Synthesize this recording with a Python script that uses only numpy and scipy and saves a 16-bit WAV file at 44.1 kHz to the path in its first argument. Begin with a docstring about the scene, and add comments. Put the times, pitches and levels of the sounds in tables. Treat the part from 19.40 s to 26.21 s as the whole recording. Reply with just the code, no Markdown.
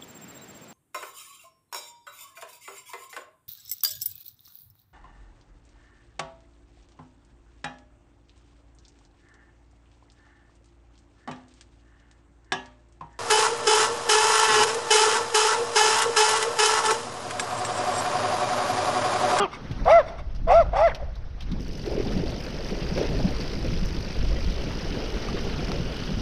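"""A small dog's low yap is heard first, already under way; three louder, hoarse yaps at a cyclist follow.
The place is a village street: one wall and a scattered tail throw back the voice, made of harmonics and rasp.
Then a bicycle coasts down a dirt track: pawls ping and ring the hub, tyres hum, grit hisses and clicks,
bumps thud through the frame. Wind noise buffets the microphone, whose sealed case dulls the treble."""
import sys
import numpy as np
from scipy import signal
from scipy.io import wavfile
from scipy.ndimage import uniform_filter1d

SR = 44100
rng = np.random.default_rng(int(sys.argv[2]) if len(sys.argv) > 2 else 0)


def put_to_file(sound):
    """Save the sound as 16-bit audio at rate SR, in the file named by the first command-line argument."""
    columns = np.atleast_2d(sound).T  # one column per channel
    safe = np.clip(columns, -1, 1)
    whole_steps = np.round(safe * 32767)
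    wavfile.write(sys.argv[1], SR, whole_steps.astype(np.int16))


N = 300321  # length in samples

# wind on the microphone: start_s, buffeting_db
WIND_BUFFETING = [(0.0, -54), (0.42, -28), (0.72, -37.5), (1.01, -26), (1.99, -33.5), (2.1, -29),
                  (2.37, -36.5), (2.71, -27), (3.22, -35), (3.81, -23.5), (4.1, -32.5), (4.28, -24),
                  (4.74, -31), (4.8, -21.5), (5.63, -32.5), (6.05, -28), (6.64, -32.5), (6.81, -28)]
# roar over the buffeting, weak while the microphone is sheltered: start_s, level_db
ROAR_OVER_BUFFETING = [(0, 4.5), (.45, -7.5), (.75, -15), (1.99, -20), (2.1, -1.5), (4.6, -8),
                       (4.85, -11.5), (5.6, -5.5), (6.81, -2.5)]
# colour of the buffeting: frequency_hz, relative_db
BUFFET_SPECTRUM = [(10, -10.5), (30, 0.5), (105, -19), (170, -23.5)]
# colour of the roar: frequency_hz, relative_db
ROAR_SPECTRUM = [(70, -51.5), (130, 2), (250, -3), (400, -21)]
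# fine hiss of the headwind on the track: frequency_hz, relative_db
HEADWIND_SPECTRUM = [(5000, -10), (7500, -6), (16000, -3)]
HEADWIND_DB = -45.5

# tyres on the street: start_s, hiss_db
STREET_ROLLING = [(0, -50), (.4, -42.5), (.8, -53.5), (1.95, -52.5), (2.195, -45)]
# colour of the street hiss: frequency_hz, relative_db
STREET_HISS_SPECTRUM = [(200, -26.5), (350, 9.5), (700, 4.5), (1400, 0.5), (2500, -6.5), (16000, -15.5)]
# roughness of the track under the tyres: start_s, hum_db
TRACK_ROUGHNESS = [(2.198, -45.5), (2.42, -42), (2.49, -32), (3.05, -38), (3.53, -35), (3.61, -25),
                   (3.68, -33.5), (4.52, -40.5), (5.87, -34.5), (6.81, -39)]
# colour of the tyre hum: frequency_hz, relative_db
HUM_SPECTRUM = [(200, -12), (300, 0), (410, 2.5), (600, -5), (900, -16.5), (1300, -53)]
# colour of the grit hiss: frequency_hz, relative_db
GRIT_SPECTRUM = [(400, -33), (800, 3.5), (1100, 1), (2800, 0.5), (3800, -3), (5000, -2.5), (16000, -8)]
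GRIT_DB, GRIT_FOLLOWS, HUM_MEAN_DB = -40, 0.4, -39  # grit takes a share of the swings of the hum
SETTLE_S, GRIT_START_DB, HUB_START_DB = 0.69, -8, -7  # grit and freewheel start softer and settle
# breathy bands that grow as the other bicycle drops back beside the microphone: centre_hz, width_hz
BREATHY_BANDS = [(1420, 130), (2950, 170)]
BREATHY_DB, BREATHY_GROWTH_DB, BREATHY_AT_S, BREATHY_TAKES_S = -61, 13, 5.2, 0.18

# wheel speed: start_s, freewheel_ticks_per_s
TICK_RATE = [(2.2, 47.66), (2.7, 47.13), (3.15, 49.77), (3.45, 49.28), (3.9, 51.08), (4.13, 54.23),
             (4.4, 53.92), (4.62, 48.94), (5.35, 52.95), (5.62, 51.1), (5.85, 47.56), (6.08, 47.57),
             (6.3, 44.03), (6.81, 43.62)]
# hub and spokes ringing at each tick: pitch_hz, t60_s, relative_db
HUB_RINGS = [(2840, 0.0048, -6.5), (8930, 0.0065, -2), (10400, 0.0065, -4), (12000, .006, -15)]
PAWL_HZ, PAWL_DB = 4880, 7.5  # clear ping of each pawl, before its chance detuning; level in the tick
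HUB_DB, HUB_FADE_DB, HUB_FADE_S = -43.5, -4.5, 5.3  # ticking sinks back late in the descent

# clicks and crunches of grit and bicycle parts: start_s, level_db, centre_hz
GRIT_CLICKS = [(0.312, -36.5, 2780), (.445, -40, 3950), (.948, -45, 5100), (0.959, -46, 5000),
               (1.546, -31, 2720), (1.753, -46, 3980), (2.005, -36.5, 3080), (2.021, -39, 4000),
               (2.115, -37.5, 3800), (2.46, -35, 1590), (2.719, -33, 1600), (3.575, -28.5, 1300),
               (4.008, -31.5, 4500)]
# sharp knocks of stones on the frame: start_s, snap_db, ring_db, ring_hz, t60_s
STONE_KNOCKS = [(4.965, -28, -35, 1960, .04), (5.886, -20, -28.5, 1185, 0.042),
                (6.318, -12, -28, 1350, 0.027)]
# bumps and puffs heard as low thuds: start_s, level_db, pitch_hz
LOW_THUDS = [(2.474, -16.5, 372), (2.577, -14.5, 402), (2.599, -12.5, 388), (2.794, -19, 149),
             (2.834, -16.5, 385), (3.319, -20, 192), (3.518, -16.5, 176), (3.692, -23, 150),
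             (3.844, -10, 185), (4.421, -18, 179), (6.712, -19.5, 202)]

# yaps: start_s, jump_after_s, jump_takes_s, sag_after_s, sag (shares of top pitch per s), length_s,
# top_pitch_hz, rasp_flare_after_s, flare_db, then levels at the top pitch: first_db, second_db, third_db
# (harmonics), rasp_db, upper_harmonics_db, half_tones_db; pitch_rounding_s, throat_pitch (factor)
YAP_CALLS = [(-.1, 0.024, 0.013, .145, 13, 0.17, 405.2, 0.11, 4, -24.5, -27, -24.5, -50.5, -51, -37.5, 0.014, 1.28),
             (0.453, 0.052, .012, 0.13, 8.1, 0.17, 683, 0.06, 11.5, -10.5, -24.5, -29.5, -44, -60.5, -60.5, 0.0064, 1.02),
             (1.068, .066, .012, .141, 12, 0.17, 685.4, 0.064, 7, -11.5, -26, -47.5, -43, -62.5, -62.5, 0.011, .99),
             (1.35, .057, .024, .117, 13, 0.18, 716, 0.02, 8, -14, -30, -33.5, -43.5, -58.5, -64, 0.0061, .97)]
LOW_PITCH = .7  # share of the top pitch from which a yap jumps up in an S-curve
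SAG_KNEE_S, FLARE_WIDTH_S = 0.00594, 0.032  # roundness of the turn from hold to sag; width of the rasp flare
# first, second, third harmonic, rasp, upper harmonics: dB times the squared shortfall of pitch
LOW_DB, SAG_DB = (-200, -230, -380, -24, -300), (-210, -18, -52.5, -18, 17)  # before the jump; in the sag
RELEASE_DB, RELEASE_S = -11, 0.014  # the voice dies out at the end
ONSET_DB, ONSET_S, RASP_ONSET_S = -19, 0.013, 0.0093  # voice and rasp swell in from this far down
# hoarse second vibration, in bursts around the loud yaps and a faint whimper after the last:
# start_s, length_s, first_hz, last_hz, loudest_after_s, level_db, first_roughness (0-1)
HOARSE_BURSTS = [(0.451, 0.072, 579, 915, 0.039, -12, 0.16), (1.067, 0.093, 616, 856, 0.052, -15, 0.14),
                 (1.329, 0.048, 658, 794, 0.048, -19, 0.56), (1.376, 0.066, 758, 892, 0.021, -17, 0.4),
                 (1.614, 0.043, 566, 540, 0.015, -35, 0)]
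HOARSE_START_DB, HOARSE_END_DB = -7.5, -18.5  # level at either end, under the loudest
# torn bands above the hoarse tone: pitch (times the tone), relative_db
TORN_BANDS = [(1.4, -7.5), (2.001, -24), (2.7, -22.5)]
# voiceless huffs of the dog: start_s, length_s, upper_rasp_db
DOG_HUFFS = [(0.1, 0.089, -43.5), (0.644, 0.08, -48), (0.766, 0.062, -49.5)]
# throat resonances: centre_hz, width_hz, relative_db
THROAT_RESONANCES = [(1080, 450, 7.5), (2130, 260, 9), (2580, 420, 1), (3550, 280, 0), (4750, 240, -3.5),
                     (5600, 230, -4), (6150, 200, -7), (8200, 3100, -6)]
# echoes from walls: delay_s, relative_db
WALL_ECHOES = [(0.169, -38)]
STREET_DB, STREET_T60 = -20.5, 0.74  # scattered tail: level in dB, decay by 60 dB in s

# treble loss and peaks of the sealed case: frequency_hz, gain_db
CASE_RESPONSE = [(5600, -0.5), (6200, -5.5), (6900, -19.5), (8500, -22), (9250, -18.5), (11000, -27.5),
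                 (12100, -23.5), (15500, -29.5)]
EDGE_HZ = 15600  # band limit


def amp(db):
    """Turns dB into gain."""
    return 10 ** (np.asarray(db) / 20)


def evened(x):
    """Scales to rms 1."""
    return x / np.sqrt(np.mean(x ** 2) + 1e-20)


def read(points, hz):
    """Reads a spectrum on a log-frequency axis."""
    f, value = np.transpose(points)
    return np.interp(np.log(hz + 1), np.log(f + 1), value)


def played(rows):
    """Start time and the columns of a curve at every sample."""
    s, *columns = np.transpose(rows)
    t = np.arange(s[0], s[-1], 1 / SR)
    return s[0], [np.interp(t, s, c) for c in columns]


def add(mix, s, sound):
    """Mixes a sound in at time s; what lies before zero is dropped."""
    at = round(s * SR)
    part = mix[max(at, 0):][:len(sound) + min(at, 0)]
    part += sound[max(-at, 0):][:len(part)]


def wander(size, smooth):
    """Slow chance of rms about 1, smoothed over some samples."""
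    return uniform_filter1d(rng.standard_normal(size), size=smooth) * np.sqrt(smooth)


def step(t, at, takes):
    """S-curve from 0 to 1."""
    return 1 / (1 + np.exp(-(t - at) / takes))


def resonate(x, hz, width):
    """Shifts the curve hz down to zero, smooths, and shifts back: a resonance of gain 1."""
    turn = np.exp(2j * np.pi * np.cumsum(hz * np.ones(len(x))) / SR)
    r = np.exp(-np.pi * width / SR)
    return 2 * (turn * signal.lfilter([1 - r], [1, -r], x / turn)).real


def noise(spectrum, size, patchy_db, lumpy_db):
    """Random short-time spectra with drifting patches and lumps shared by all pitches."""
    frames, hz = 4 * N // size + 5, np.fft.rfftfreq(size, 1 / SR)
    a, b, patches = rng.standard_normal((frames, len(hz), 3)).T
    patches = uniform_filter1d(patches, size=8, axis=0)
    patches = evened(uniform_filter1d(patches, size=8, axis=1))
    lumps = evened(uniform_filter1d(rng.standard_normal(frames), size=3))
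    db = read(spectrum, hz)[:, None] + patchy_db * patches + lumpy_db * lumps
    db[(hz < spectrum[0][0]) | (hz > spectrum[-1][0])] = -100
    sound = signal.istft((a + 1j * b) * amp(db), nperseg=size, noverlap=3 * size // 4)[1]
    return evened(sound[:N])


def wind():
    """Turbulence on the microphone: lumpy low buffeting under a rougher roar."""
    out = np.zeros(N)
    s, (buffet_db,) = played(WIND_BUFFETING)
    size = len(buffet_db)
    roar_db = buffet_db + played(ROAR_OVER_BUFFETING)[1][0][:size]
    buffeting = noise(BUFFET_SPECTRUM, size=2048, patchy_db=0.5, lumpy_db=1.0)[:size]
    roar = noise(ROAR_SPECTRUM, size=1024, patchy_db=1.5, lumpy_db=3.5)[:size]
    add(out, s, amp(buffet_db) * buffeting)
    add(out, s, amp(roar_db) * roar)
    return out


def freewheel():
    """Pawls snap over the teeth in step with the wheel; each snap pings, and its chatter rings the hub."""
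    teeth = np.cumsum(played(TICK_RATE)[1][0]) / SR + .74
    t, phase = np.arange(len(teeth)) / SR, teeth % 1
    # every tooth has its own strength and tuning
    chances = rng.standard_normal((int(teeth[-1]) + 1, 2))
    strength, tune = chances[teeth.astype(int)].T
    snap = amp(2.0 * strength) * phase * np.exp(-phase / .075)
    chatter = snap * rng.choice([-1., 1.], len(teeth))
    ping_hz = PAWL_HZ * (1 + .04 * tune + .05 * wander(len(t), smooth=40))
    ping = snap * np.sin(2 * np.pi * np.cumsum(ping_hz) / SR)
    ring = sum(amp(db) * evened(resonate(chatter, hz * (1 + .035 * tune), 2.2 / t60))
               for hz, t60, db in HUB_RINGS)
    start_db = HUB_START_DB * np.exp(-t / SETTLE_S)
    fade_db = HUB_FADE_DB * step(t + TICK_RATE[0][0], HUB_FADE_S, 0.36)
    ticks = evened(ring + amp(PAWL_DB) * evened(ping) + 2.3 * evened(chatter))
    return amp(HUB_DB + start_db + fade_db) * ticks


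def rolling():
    """Tyre noise hisses on the street; on the track it hums and crunches grit under headwind and freewheel."""
    out = np.zeros(N)
    s, (hiss_db,) = played(STREET_ROLLING)
    hiss = noise(STREET_HISS_SPECTRUM, size=512, patchy_db=2.2, lumpy_db=0.5)
    add(out, s, amp(hiss_db) * hiss[:len(hiss_db)])

    s, (hum_db,) = played(TRACK_ROUGHNESS)
    size = len(hum_db)
    t = s + np.arange(size) / SR
    grit_db = GRIT_DB + GRIT_FOLLOWS * (hum_db - HUM_MEAN_DB) + GRIT_START_DB * np.exp(-(t - s) / SETTLE_S)
    hum = noise(HUM_SPECTRUM, size=512, patchy_db=2.5, lumpy_db=1.0)[:size]
    grit = noise(GRIT_SPECTRUM, size=256, patchy_db=2.5, lumpy_db=1.0)[:size]
    add(out, s, amp(hum_db) * hum)
    add(out, s, amp(grit_db) * grit)

    breathy_db = BREATHY_DB + BREATHY_GROWTH_DB * step(t, BREATHY_AT_S, BREATHY_TAKES_S)
    air = rng.standard_normal(size) * amp(0.47 * wander(size, smooth=1500))
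    breath = evened(sum(resonate(air, hz, width) for hz, width in BREATHY_BANDS))
    add(out, s, amp(breathy_db) * breath)
    headwind = noise(HEADWIND_SPECTRUM, size=256, patchy_db=1.1, lumpy_db=7.0)[:size]
    add(out, s, amp(HEADWIND_DB) * headwind)
    add(out, TICK_RATE[0][0], freewheel())
    return out


def knocks():
    """Clicks are dying bursts of noise with a centre; stones snap and ring the frame; thuds are a few low cycles."""
    out, t = np.zeros(N), np.arange(SR // 5) / SR
    for s, db, hz in GRIT_CLICKS:
        air = rng.standard_normal(len(t))
        burst = 0.45 * evened(resonate(air, hz, 550.0)) + 1.2 * air
        add(out, s, amp(db - 60 * t / 0.069) * np.minimum(t / 0.0024, 1) * burst)
    for s, snap_db, ring_db, hz, t60 in STONE_KNOCKS:
        snap = amp(snap_db) * (1 - t / 0.00011) * np.exp(-t / 0.00014)
        scrape = amp(snap_db - 10 - 60 * t / 0.011) * rng.standard_normal(len(t))
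        ring = amp(ring_db - 60 * t / t60) * np.sin(2 * np.pi * hz * t)
        add(out, s, snap + scrape + ring)
    for s, db, hz in LOW_THUDS:
        cycles = hz * t
        swell = cycles / 1.88 * np.exp(1 - cycles / 1.19)
        add(out, s, amp(db) * swell * np.sin(2 * np.pi * cycles))
    return out


def throat(x, mouth=1):
    """Air noise through the throat resonances, each applied twice for dark valleys; the upper ones have rms 1."""
    bands = []
    for hz, width, db in THROAT_RESONANCES:
        # each resonance catches the torn air stream in its own fits and starts
        fits_db = 3.1 * wander(len(x), smooth=500)
        band = resonate(resonate(x, hz * mouth, width), hz * mouth, width)
        bands.append(amp(db + fits_db) * band)
    return sum(bands) / np.std(sum(bands[3:]))


def yap_shape(jump, takes, sag, sag_per_s, length, top_hz, flare, flare_db, *levels_db):
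    """Pitch jumps, holds and sags; layer levels change as the pitch falls short of the top."""
    t = np.arange(0, length, 1 / SR)
    low = (1 - LOW_PITCH) * (1 - step(t, jump, takes))
    sunk = sag_per_s * SAG_KNEE_S * np.logaddexp(0, (t - sag) / SAG_KNEE_S)
    onsets = [ONSET_S] * 3 + [RASP_ONSET_S, ONSET_S]
    end_db = RELEASE_DB * np.exp((t - length) / RELEASE_S)
    first, second, third, rasp, upper = (
        db + a * low ** 2 + b * sunk ** 2 + ONSET_DB * np.exp(-t / onset) + end_db
        for db, a, b, onset in zip(levels_db, LOW_DB, SAG_DB, onsets))
    rasp = rasp + flare_db * np.exp(-((t - flare) / FLARE_WIDTH_S) ** 2)
    return top_hz * np.maximum(1 - low - sunk, .25), first, second, third, rasp, upper


def yap(s, *row):
    """Harmonics on a pitch arch, the high ones lit by the throat, uneven half tones, a rasp puffed each cycle."""
    *shape, half_db, round_s, mouth = row
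    hz, first_db, second_db, third_db, rasp_db, upper_db = yap_shape(*shape)
    hz = uniform_filter1d(hz, size=round(round_s * SR), mode="nearest")
    size = len(hz)
    turns = np.cumsum(hz * (1 + .005 * wander(size, smooth=150))) / SR
    # the jaw opens with the pitch and trembles, which moves the resonances
    jaw = mouth * (hz / hz.max()) ** .08 * (1 + .02 * wander(size, smooth=600))

    def lit(f):
        """Gain of the throat resonances, all but the broadest, at a frequency."""
        return sum(amp(db) / (1 + (2 * (f - top * jaw) / width) ** 2) ** .5
                   for top, width, db in THROAT_RESONANCES[:-1])

    orders = np.arange(1, 9)
    gains = [amp(first_db), amp(second_db), amp(third_db)]
    gains += [amp(upper_db) * lit(k * hz) for k in orders[3:]]
    voice = np.zeros(size)
    for k, gain in zip(orders, gains):
        shimmer = 1 + 0.17 * (k - .8) * wander(size, smooth=200)
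        voice += gain * shimmer * np.sin(2 * np.pi * k * turns)
    # uneven cycles sound halfway between the harmonics
    half_gain = amp(half_db + first_db - first_db.max()) * wander(size, smooth=500)
    halves = half_gain * sum(np.sin(2 * np.pi * (k - .5) * turns) for k in orders[:4])
    puffs = (0.19 + np.exp(-(turns % 1) / 0.12)) * rng.standard_normal(size)
    rasp = amp(rasp_db) * throat(puffs, jaw)
    return s, (np.sqrt(2) * (voice + halves) + rasp) * signal.windows.tukey(size, .05)


def hoarse(s, length, first_hz, last_hz, loudest, level_db, first_rough):
    """A tone that breaks up more and more into noise round the same pitch."""
    t = np.arange(0, length, 1 / SR)
    hz = first_hz + (last_hz - first_hz) * t / length
    db = level_db + np.interp(t, [0, loudest, length], [HOARSE_START_DB, 0, HOARSE_END_DB])
    rough = np.clip(np.linspace(first_rough, .8, len(hz)), 0, 1)
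    air = rng.standard_normal(len(hz))
    turns = np.cumsum(hz) / SR
    tone = np.sqrt(2) * np.sin(2 * np.pi * turns) + 0.081 * np.sin(4 * np.pi * turns)
    fuzz = evened(resonate(resonate(air, hz, 200.), hz, 200.))
    torn = sum(amp(up_db) * evened(resonate(resonate(air, k * hz, 260.), k * hz, 260.))
               for k, up_db in TORN_BANDS)
    voice = np.sqrt(1 - rough) * tone + np.sqrt(rough) * (fuzz + torn)
    return s, amp(db) * voice * signal.windows.tukey(len(hz), .25)


def street_echo(dry):
    """Adds the wall echo and the scattered tail of the street over two sets of random paths."""
    t = np.arange(SR) / SR
    taps = rng.choice([-1., 1.], (2, SR)) * (rng.random((2, SR)) < .05)
    tail = taps * amp(-60 * t / STREET_T60) * np.minimum(t / .03, 1)
    # a rough wall smears its echo over some milliseconds
    smears = sum(amp(db) * np.exp(-((t - s) / .006) ** 2) for s, db in WALL_ECHOES)
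    echoes = taps * smears / 4
    paths = amp(STREET_DB) * tail / np.linalg.norm(tail[0]) + echoes
    wet = signal.fftconvolve(dry[None], paths, axes=1)[:, :N]
    # the listener moves, so two sets of paths keep trading places and the tail breaks up
    angle = 1.8 * wander(N, smooth=600)
    return dry + wet[0] * np.cos(angle) + wet[1] * np.sin(angle)


def dog():
    """Voiced yaps, hoarse bursts and voiceless huffs of breath, thrown back by the street."""
    voice = np.zeros(N)
    for row in YAP_CALLS:
        add(voice, *yap(*row))
    for row in HOARSE_BURSTS:
        add(voice, *hoarse(*row))
    for s, length, db in DOG_HUFFS:
        size = round(length * SR)
        add(voice, s, amp(db) * np.hanning(size) * throat(rng.standard_normal(size)))
    return street_echo(voice)


def scene():
    """All sources at one microphone."""
    return (wind() + rolling() + knocks() + dog())[None]


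def record(dry):
    """The microphone's sealed case colours the sound, then the band limit cuts the top."""
    hz = np.linspace(0, SR / 2, 513)
    case = signal.firwin2(511, hz, amp(read(CASE_RESPONSE, hz)), fs=SR)
    cased = signal.oaconvolve(dry, case[None], "same")
    band = signal.firwin(511, EDGE_HZ, window=("kaiser", 9), fs=SR)
    return signal.oaconvolve(cased, band[None], "same")


dry = scene()
out = record(dry)
put_to_file(out)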